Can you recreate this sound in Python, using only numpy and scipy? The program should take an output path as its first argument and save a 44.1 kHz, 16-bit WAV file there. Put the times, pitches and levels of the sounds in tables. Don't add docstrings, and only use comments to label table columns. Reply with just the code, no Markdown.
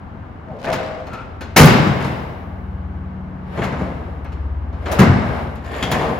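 import sys
import numpy as np
from scipy import signal
from scipy.io import wavfile
from scipy.ndimage import uniform_filter1d, map_coordinates

SR = 44100
rng = np.random.default_rng(int(sys.argv[2]) if len(sys.argv) > 2 else 0)


def transcribe(signal):
    frames = np.atleast_2d(signal).T
    limited = np.clip(frames, -1, 1)
    pcm = np.round(limited * 32767).astype(np.int16)
    wavfile.write(sys.argv[1], SR, pcm)


N = 272979
TIME = np.arange(N) / SR


def from_db(db):
    return 10 ** (np.asarray(db) / 20)


def rms_one(x):
    return x / np.sqrt(np.mean(x ** 2) + 1e-20)


def in_time(rows):
    seconds, values = np.transpose(rows)
    return np.interp(TIME, seconds, values)


def at_hz(points, hz):
    table_hz, values = np.transpose(points)
    return np.interp(np.log(hz), np.log(table_hz), values)


def bump(hz, centre_hz, octaves):
    return np.exp(-(np.log2(hz / centre_hz) / octaves) ** 2)


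def decay(t, t60):
    return np.exp(-np.log(1000) * t / t60)


def fade(power, t60):
    return signal.lfilter([1], [1, -1e-6 ** (1 / (t60 * SR))], power + 1e-22)


def ring(clicks, hz, t60):
    r, w = decay(1 / SR, t60), 2 * np.pi * hz / SR
    return signal.lfilter([0, np.sin(w)], [1, -2 * r * np.cos(w), r * r], clicks + 1e-18)


def chatter(per_s, spread_db):
    sizes = from_db(spread_db * np.minimum(rng.exponential(1, N), 4))
    return sizes * (rng.random(N) < per_s / SR)


def grain(per_s, spread_db, t60):
    return rms_one(np.sqrt(fade(chatter(per_s, spread_db) ** 2, t60)))


def strokes(rows, swell_db_per_s, fade_db_per_s):
    levels = []
    for start_s, hold_s, level_db in rows:
        early_s = np.maximum(start_s - TIME, 0)
        late_s = np.maximum(TIME - start_s - hold_s, 0)
        levels.append(level_db - swell_db_per_s * early_s - fade_db_per_s * late_s)
    return from_db(np.maximum(np.max(levels, axis=0), -140))


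# Hz, left-right likeness from 0 to 1.
LIKENESS = [(60, 0.6), (150, 0.93), (300, 0.77), (600, 0.43), (1200, 0), (4000, 0.31), (15000, 0)]
EDGES_HZ = np.geomspace(28, 17000, 23)


def bands(size=N):
    white = rng.standard_normal((2, 2, size))
    for k, (low, high) in enumerate(zip(EDGES_HZ, EDGES_HZ[1:])):
        band = signal.butter(2, [low, high], "band", fs=SR, output="sos")
        mid, side = signal.sosfilt(band, white[k % 2])
        hz = np.sqrt(low * high)
        alike = np.clip(at_hz(LIKENESS, hz), -1, 1)
        yield hz, np.sqrt((1 + alike) / 2) * mid + np.sqrt((1 - alike) / 2) * side * [[1], [-1]]


def coloured(spectrum):
    return rms_one(sum(from_db(at_hz(spectrum, hz)) * noise for hz, noise in bands()))


RIGHT_LAG_SAMPLES = 1.2


def from_the_left(x):
    return np.array([x, signal.lfilter(np.sinc(np.arange(12) - RIGHT_LAG_SAMPLES), [1], x)])


# Hz, t60 in seconds.
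ROOM_T60 = [(60, 1.7), (150, 1.27), (600, 1.64), (2000, 1.283), (5000, 0.86), (9000, 0.38), (15000, 2.1)]


def showroom(x, wet_db):
    tail = sum(noise * decay(TIME[:SR], at_hz(ROOM_T60, hz)) for hz, noise in bands(size=SR))
    tail = rms_one(tail) / np.sqrt(SR)
    return from_the_left(x) + from_db(wet_db) * signal.fftconvolve(x[None], tail, axes=1)[:, :N]


# Hz, relative power density in dB per Hz.
AIR_COLOUR = [(15, -44), (25, -4.5), (87, 5.5), (212, -5), (242, 1), (270, -6), (575, -11), (775, -8),
              (1330, -13), (3080, -34), (3920, -60.5), (4870, -74.5), (11300, -59.5), (16000, -55.5)]
AIR_DB = -35.5


def ventilation():
    return from_db(AIR_DB) * coloured(AIR_COLOUR)


def harmonics(orders, turns, waver_db):
    out, knots = 0, np.linspace(0, TIME[-1], num=40)
    for multiple, order_db in orders:
        waver = np.interp(TIME, knots, rng.standard_normal(len(knots)))
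        tone = np.sin(2 * np.pi * (multiple * turns + rng.random()))
        out = out + from_db(order_db + waver_db * waver) * tone
    return rms_one(out)


# time in seconds, cycles per second.
ENGINE_SPEED = [(0, 20.2), (2.2, 19.0), (3.3, 18.5), (3.8, 17.75), (4.4, 17.5), (6.19, 17.4)]
# multiple of the speed, relative level in dB.
BOOM_ORDERS = [(2, -16.5), (3, 1), (4, 9), (5, 4.5), (6, -13.5)]
DRONE_ORDERS = [(7, -10), (8, -5), (9, -12), (10, 1), (11, -11), (13, -20)]
# time in seconds, level in dB.
BOOM = [(0, -38.5), (.9, -52), (1.4, -34.5), (2.5, -32.5), (2.85, -26), (3.3, -36.5), (3.8, -29.5),
        (4.45, -24.5), (4.85, -25.5), (6.19, -36)]
DRONE = [(0, -46), (.9, -52), (2.5, -37), (3.35, -32), (3.8, -36), (6.19, -59)]


def engine():
    turns = np.cumsum(in_time(ENGINE_SPEED)) / SR
    boom = from_db(in_time(BOOM)) * harmonics(BOOM_ORDERS, turns, waver_db=1.5)
    drone = from_db(in_time(DRONE)) * harmonics(DRONE_ORDERS, turns, waver_db=1.0)
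    return boom + drone


GRIP_DB_PER_S, RELEASE_DB_PER_S = 376.5, 351
# start of full strength in seconds, hold in seconds, level in dB.
CLATTER = [(1.87, 0.024, -42), (2.01, 0.035, -39), (3.58, .07, -45.5), (3.79, 0.019, -46),
           (5.65, 0.056, -44), (5.72, 0.1, -37.5), (5.93, 0.031, -31), (5.98, 0.038, -38), (6.13, .04, -57)]
# Hz, relative level in dB, t60 in seconds.
LINKAGE = [(1097, 2, 0.019), (1780, 2, 0.017), (2220, -1.5, 0.012), (2650, 0, 0.0062), (3320, -5, 0.0076),
           (4620, -7.5, 0.0056), (6060, -23.5, 0.0023), (7040, -7, 0.0044), (11000, -8, 0.0029)]


def clatter():
    ticks = chatter(per_s=350, spread_db=2)
    body = sum(from_db(mode_db) * ring(ticks * rng.standard_normal(N), hz, t60)
               for hz, mode_db, t60 in LINKAGE)
    return showroom(strokes(CLATTER, GRIP_DB_PER_S, RELEASE_DB_PER_S) * rms_one(body), wet_db=4.5)


SLIDE_SWELL_DB_PER_S, SLIDE_FADE_DB_PER_S = 155.5, 73
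# start of full strength in seconds, hold in seconds, level in dB.
GRATING = [(.652, 0.068, -37.5)]
# Hz, relative power density in dB per Hz.
GRIT_COLOUR = [(300, -21.5), (1500, 2), (2500, 3.5), (5000, -4), (8000, -18), (12000, -19.5),
               (16000, -40.5)]


def grating(swell_db_per_s=330):
    gain = strokes(GRATING, swell_db_per_s, SLIDE_FADE_DB_PER_S)
    return gain * grain(per_s=230, spread_db=-10.5, t60=0.02) * coloured(GRIT_COLOUR)


# start of full speed in seconds, hold in seconds, level in dB.
SLIDE = [(.665, 0.022, -38.5), (3.555, 0.012, -31.5), (3.67, 0.065, -47), (3.95, 0.17, -44),
         (4.93, 0.042, -22), (5.28, 0.12, -28.5), (5.75, .03, -27.5), (5.87, 0.15, -30)]
# Hz, relative power density in dB per Hz.
SLIDE_COLOUR = [(60, -13), (220, 2), (600, 6.5), (1100, -1), (2000, -6.5), (4000, -21.5), (8000, -42),
                (12000, -30.5), (16000, -58)]


def sliding():
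    gain = strokes(SLIDE, SLIDE_SWELL_DB_PER_S, SLIDE_FADE_DB_PER_S)
    return gain * grain(per_s=2200, spread_db=0.0, t60=0.13) * coloured(SLIDE_COLOUR)


def friction(gain, modes, slips_per_s, even_s=0.012):
    slips = chatter(slips_per_s, spread_db=-1.5) * rng.choice([-1, 1], N)
    body = sum(from_db(mode_db) * ring(slips, hz, t60) for hz, mode_db, t60 in modes)
    local_power = np.abs(uniform_filter1d(body ** 2, int(even_s * SR)))
    return gain * body / np.sqrt(local_power + 0.00092 * np.mean(body ** 2))


def bent(x, pitch):
    return map_coordinates(x, [np.cumsum(in_time(pitch))], order=1, mode="mirror")


HINGE_SWELL_DB_PER_S, HINGE_FADE_DB_PER_S = 96, 88
# start of full strength in seconds, hold in seconds, level in dB.
CREAK = [(.5, 0.082, -35), (.69, 0.022, -19), (.79, 0.043, -26), (.88, 0.13, -34)]
SQUEAK = [(1.085, .03, -46.5), (1.132, .02, -33.5), (1.18, 0.035, -34.5)]
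HINGE = [(5.91, 0.18, -25.5)]
# Hz, relative level in dB, t60 in seconds.
CREAK_MODES = [(520, -3, .1), (632, 2, .18), (680, 0, .16), (765, -6, .09), (1170, -14, .1)]
SQUEAK_MODES = [(1310, -7, .045), (1365, 0, .09), (2075, -16, .025), (2290, -14, .025), (2520, -12, .03)]
HINGE_MODES = [(221, -15.5, 0.097), (277.4, 3, 0.16), (473, 11, 0.1), (648, 12.5, 0.039), (715, 4.5, 0.12),
               (796, -9, 0.11), (976, 5, 0.03)]
# time in seconds, ratio.
CREAK_PITCH = [(.49, 1.03), (.6, .79), (.7, 1.02), (.78, 1.01), (1.05, 1.0)]


def creaks():
    groan = bent(friction(0.97, CREAK_MODES, slips_per_s=900), CREAK_PITCH)
    groan = strokes(CREAK, GRIP_DB_PER_S, RELEASE_DB_PER_S) * groan
    pull = strokes(SQUEAK, GRIP_DB_PER_S, RELEASE_DB_PER_S)
    squeak = friction(pull, SQUEAK_MODES, slips_per_s=2600)
    rise = strokes(HINGE, HINGE_SWELL_DB_PER_S, HINGE_FADE_DB_PER_S)
    hinges = friction(rise, HINGE_MODES, slips_per_s=390)
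    return showroom(groan + squeak + hinges, wet_db=-7.0)


def pinged(taps, modes):
    out = np.zeros(N)
    for hz, mode_db, t60 in modes:
        clicks = np.zeros(N)
        for start_s, peak_db in taps:
            clicks[round(start_s * SR)] = from_db(peak_db + mode_db + 2 * rng.standard_normal())
        out += ring(clicks, hz, t60)
    return out


# start in seconds, strength in dB.
TWANGS = [(3.590, -41), (3.622, -41), (3.636, -38), (4.859, -40), (5.827, -23), (5.838, -27), (5.852, -32),
          (5.917, -29)]
LEVER_TICKS = [(1.069, -47), (1.133, -45), (1.409, -40), (1.424, -39)]
# Hz, relative level in dB, t60 in seconds.
SPRING = [(1680, -2, .1), (2132, -4, .1), (2450, -7, .1), (2676, -7, .1), (2982, -7, .08), (3090, -5, .08),
          (3246, 0, .11), (3330, -2, .1), (3430, -4, .08), (4608, -10, .07), (5814, -12, .07),
          (6142, -13, .08), (6864, -8, .12), (7050, -12, .08)]
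LEVER = [(1459, 0, .3), (1530, 0, .2), (1760, -4, .25), (2363, -4, .25), (2510, -2, .18), (2800, -7, .15),
         (3400, -8, .15), (4220, -4, .11), (4430, -4, .09), (5100, -10, .08), (6300, -14, .15),
         (6546, -12, .15)]


def twangs(spring_db=-2, lever_db=-3):
    spring = from_db(spring_db) * pinged(TWANGS, SPRING)
    lever = from_db(lever_db) * pinged(LEVER_TICKS, LEVER)
    return showroom(spring + lever, wet_db=-8)


def without_bass(x, order, cutoff_hz):
    return signal.sosfilt(signal.butter(order, cutoff_hz, "high", fs=SR, output="sos"), x)


# start in seconds, strength in dB, pitch in Hz, overtone in dB re fundamental.
THUDS = [(1.604, 6.5, 148.4, -2), (1.624, -2, 139, -2), (1.642, 1, 231, -13), (1.664, 1.5, 128, -2.5),
         (1.685, -6, 122, -5), (1.751, -10, 125, 1), (1.826, -18, 178, -3), (1.869, -9.5, 177, -2),
         (3.595, -15, 217, 1.5), (3.729, -23, 125, -8.5), (3.765, -19, 181, -3), (3.82, -14, 184, -8),
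         (4.994, 2, 205, -12), (5.008, 1, 122, -0.5), (5.037, -3, 236, -24), (5.076, -3.5, 121, 2),
         (5.097, 1.5, 123, -6), (5.119, -3, 123, -9), (5.158, -9, 125, 1), (5.187, -13, 183, -14)]
THUD_T60_S, OVERTONE_RATIO, OVERTONE_T60_S = 0.066, 1.5, 0.027


def thuds():
    out = np.zeros(N)
    for start_s, peak_db, hz, overtone_db in THUDS:
        push = np.zeros(N)
        push[round(start_s * SR)] = from_db(peak_db)
        out += ring(push, hz, THUD_T60_S)
        out += from_db(overtone_db) * ring(push, OVERTONE_RATIO * hz, OVERTONE_T60_S)
    return showroom(without_bass(out, 4, 70), wet_db=-10.5)


# start in seconds, relative level in dB,
# treble edge in dB, clack in Hz, clack in dB, rattle t60 in seconds, gap to each rebound in seconds.
CLUNKS = [(1.562, -5.5, 11, 2520, 3.5, 0.36, .036), (4.988, -12, -0.5, 1470, 3.5, 0.2, .013)]
REBOUND_COUNT = 2
REBOUND_LOSS_DB, REBOUND_BASS_DB, REBOUND_DULLING_DB = 6, 9.5, 7.5
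CLUNK_BASS_DB, CLUNK_RISE_SHARE = -2.5, 0.011
# start in seconds, relative level in dB, treble edge in dB,
# snap burst in dB.
CLICKS = [(0.725, -19.5, 1, -42), (1.069, -36, -9, -47), (1.131, -31, -9, -44), (1.409, -29.5, -4.5, -41),
          (1.658, -25, 5, -5), (1.868, -28, -5, -44), (2.042, -27.5, -2, -43), (3.636, -28.5, 2, -38),
          (4.246, -32, -40, -45), (4.319, -39, -10, -60.5), (4.914, -26.5, 16.5, -35), (5.554, -41, 0, -42),
          (5.643, -37, -8, -47), (5.826, -19, -2, -34), (5.914, -20.5, 7, -18)]
CLICK_RISE_S, CLICK_T60_S, CLICK_HZ, CLICK_CLACK_DB, CLICK_BASS_DB = 0.0034, 0.14, 3040, 5, -1
# start in seconds, relative level in dB,
# bass weight in dB, clack in Hz, rattle t60 in seconds.
KNOCKS = [(0.486, -51.5, 23, 673, .28), (0.643, -22.5, -5.5, 700, 0.067), (0.665, -26, -2, 1840, 0.56),
          (2.009, -26, -5, 3900, 0.72), (3.574, -25.5, 2.5, 497, 0.32), (3.617, -22.5, 0, 2010, 0.25),
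          (3.639, -25, 1, 990, 0.13), (3.653, -37, 7, 700, 0.069), (3.722, -28.5, 7, 1400, 0.18),
          (3.797, -31, 5.5, 500, 0.54), (4.728, -40, 12, 3980, 0.21), (4.859, -23.5, -9, 3370, 0.22),
          (5.001, -16.5, -9, 2000, 0.19), (5.019, -16.5, 5, 1260, 0.13), (5.333, -34, -29, 1010, 0.24),
          (5.923, -19.5, 2, 2250, 0.21), (5.943, -25, 4, 680, 0.11), (6.01, -24.5, -4, 680, 0.5),
          (6.078, -32.5, 10.5, 600, 0.38)]
KNOCK_RISE_S, KNOCK_CLACK_DB, KNOCK_EDGE_DB = 0.002, 5.5, -32
KNOCK_SOFTENING_DB = 21.5


def contacts():
    rows = []
    for first_s, db, edge_db, hz, clack_db, t60, gap_s in CLUNKS:
        for k in range(1 + REBOUND_COUNT):
            rows.append((first_s + k * gap_s, db - k * REBOUND_LOSS_DB, CLUNK_BASS_DB + k * REBOUND_BASS_DB,
                         hz, clack_db, edge_db - k * REBOUND_DULLING_DB, CLUNK_RISE_SHARE * t60, t60))
    for start_s, db, edge_db, _ in CLICKS:
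        rows.append((start_s, db, CLICK_BASS_DB, CLICK_HZ, CLICK_CLACK_DB, edge_db,
                     CLICK_RISE_S, CLICK_T60_S))
    for start_s, db, bass_db, hz, t60 in KNOCKS:
        rise_s = KNOCK_RISE_S * 2 ** (bass_db / KNOCK_SOFTENING_DB)
        rows.append((start_s, db, bass_db, hz, KNOCK_CLACK_DB, KNOCK_EDGE_DB, rise_s, t60))
    return rows


RATTLE_DB, RATTLE_PER_S, RATTLE_FADE_DB_PER_S = -8, 45, 38
RATTLE_LOW_HZ, RATTLE_HIGH_HZ, RATTLE_CYCLES = 350, 5500, 45
# Hz, relative power density in dB per Hz.
STEEL = [(35, -21), (70, -17), (125, 0.5), (220, -4), (400, -9), (700, -8), (1200, -11.5), (2000, -16),
         (3200, -25), (4600, -27), (7000, -26), (9000, -51.5), (12000, -23.5), (16000, -42.5)]


def rattle():
    shaking = sum(from_db(db - RATTLE_FADE_DB_PER_S * np.abs(TIME - start_s)) * (TIME > start_s)
                  for start_s, db, *_ in CLUNKS)
    taps = from_db(RATTLE_DB) * shaking * (rng.random(N) < RATTLE_PER_S / SR)
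    out, at = np.zeros(N), np.flatnonzero(taps)
    for hz in np.geomspace(RATTLE_LOW_HZ, RATTLE_HIGH_HZ, num=30) * rng.uniform(.96, 1.04, 30):
        clicks = np.zeros(N)
        clicks[at] = taps[at] * rng.standard_normal(len(at)) * (rng.random(len(at)) < .5)
        out += from_db(at_hz(STEEL, hz)) * ring(clicks, hz, RATTLE_CYCLES / hz)
    return showroom(out, wet_db=-14)


SNAP_T60_S, SNAP_CUTOFF_HZ = 0.026, 9980


def snaps():
    t, out = TIME[:SR // 10], np.zeros(N)
    for start_s, _, _, snap_db in CLICKS:
        start = round(start_s * SR)
        burst = decay(t, SNAP_T60_S) * rng.standard_normal(len(t))
        out[start:start + len(t)] += from_db(snap_db) * burst
    thin = signal.sosfilt(signal.butter(4, SNAP_CUTOFF_HZ, "high", fs=SR, output="sos"), out)
    return showroom(thin, wet_db=-26.5)


def struck(modes, weight_db, uneven_db):
    start_s, _, _, clack_hz, clack_db, *_ = np.transpose(contacts())
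    out = np.zeros(N)
    for hz, mode_db, t60 in modes:
        clack = clack_db * bump(hz, clack_hz, octaves=0.4)
        uneven = uneven_db * rng.standard_normal(len(start_s))
        clicks = np.zeros(N)
        clicks[np.round(start_s * SR).astype(int)] = from_db(weight_db + mode_db + clack + uneven)
        out += ring(clicks, hz, t60)
    return out


# Hz, relative level in dB, t60 in seconds.
PANEL = [(76, -14, .5), (124, -5, .45), (183, -7, .6), (222, -6, .4), (240, -4, .45), (262, -8, .35),
         (391, -18, .55), (480, -17, .55), (516, -14, .65), (685, -13, .7), (760, -17, .45), (878, -17, .7),
         (1018, -19, .45), (1165, -24, .45), (1320, -19, .45)]
LATCH = [(1104, -18, .6), (1400, -19, .7), (1502, -18, .6), (1550, -20, .6), (1647, -18, .6),
         (1667, -16, .4), (1960, -22, .6), (2051, -20, .4), (2170, -17, .45), (2503, -18, .5),
         (2600, -22, .5), (4107, -24, .3), (4280, -22, .3), (5896, -23, .25)]


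def ringing(panel_db=-5, latch_db=-8):
    _, level_db, bass_db, *_ = np.transpose(contacts())
    panel = struck(PANEL, panel_db + level_db + bass_db, uneven_db=3.0)
    latch = struck(LATCH, latch_db + level_db, uneven_db=0.5)
    return showroom(without_bass(panel, 2, 65) + latch, wet_db=-7.0)


# Hz, relative level in dB.
ROOM_DB = [(60, -11), (150, -8.5), (600, -7), (2000, -8.5), (5000, -7), (9000, -31), (15000, -32.5)]


def clunks(body_db=21, bass_hz=140, treble_hz=6000, build_t60=0.028, hold_t60=0.037,
           jolt_share=0.64, beamed_share=0.21, width=0.66):
    t, hits = TIME[:SR // 3], contacts()
    shapes = [((1 - np.exp(-t / rise_s)) * decay(t, t60)) ** 2 for *_, rise_s, t60 in hits]
    jolts = grain(per_s=1500, spread_db=0.5, t60=hold_t60)
    straight, around = np.zeros(N), np.zeros((2, N))
    for hz, noise in bands():
        bass, treble = bump(hz, bass_hz, octaves=0.94), 1 / (1 + (treble_hz / hz) ** 2)
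        power, spread = np.zeros(N), np.zeros(N)
        for (start_s, level_db, bass_db, clack_hz, clack_db, edge_db, _, _), shape in zip(hits, shapes):
            start = round(start_s * SR)
            clack = bump(hz, clack_hz, octaves=0.75)
            strength = from_db(level_db + bass * bass_db + clack * clack_db + treble * edge_db)
            burst = strength ** 2 * shape[:N - start]
            power[start:start + len(burst)] += burst
            beaming = from_db(-beamed_share * treble * max(edge_db, 0)) ** 2
            spread[start:start + len(burst)] += burst * beaming
        gain = from_db(body_db + at_hz(STEEL, hz))
        jerky = jolt_share * hz / (hz + 400)
        near = np.sqrt(power) * (1 - jerky + jerky * jolts)
        straight += gain * near * np.roll(noise[0], SR)
        stored = fade(fade(spread, build_t60), at_hz(ROOM_T60, hz)) / (build_t60 * SR * 35)
        echo_power = from_db(at_hz(ROOM_DB, hz)) ** 2 * stored
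        around += gain * noise * np.sqrt((width * near) ** 2 + echo_power)
    return from_the_left(straight) + around


LEFT_DB = 1.19


def scene():
    background = ventilation() + engine()
    moving = clatter() + grating() + sliding() + creaks()
    hood = moving + twangs() + thuds() + rattle() + snaps() + ringing() + clunks()
    return (background + hood) * from_db([[LEFT_DB], [-LEFT_DB]])


CUTOFF_HZ = 16000


def record(dry):
    clipped = dry / (1 + np.abs(dry) ** 10) ** (1 / 10)
    return signal.sosfilt(signal.ellip(10, .1, 70, CUTOFF_HZ, fs=SR, output="sos"), clipped)


dry = scene()
out = record(dry)
transcribe(out)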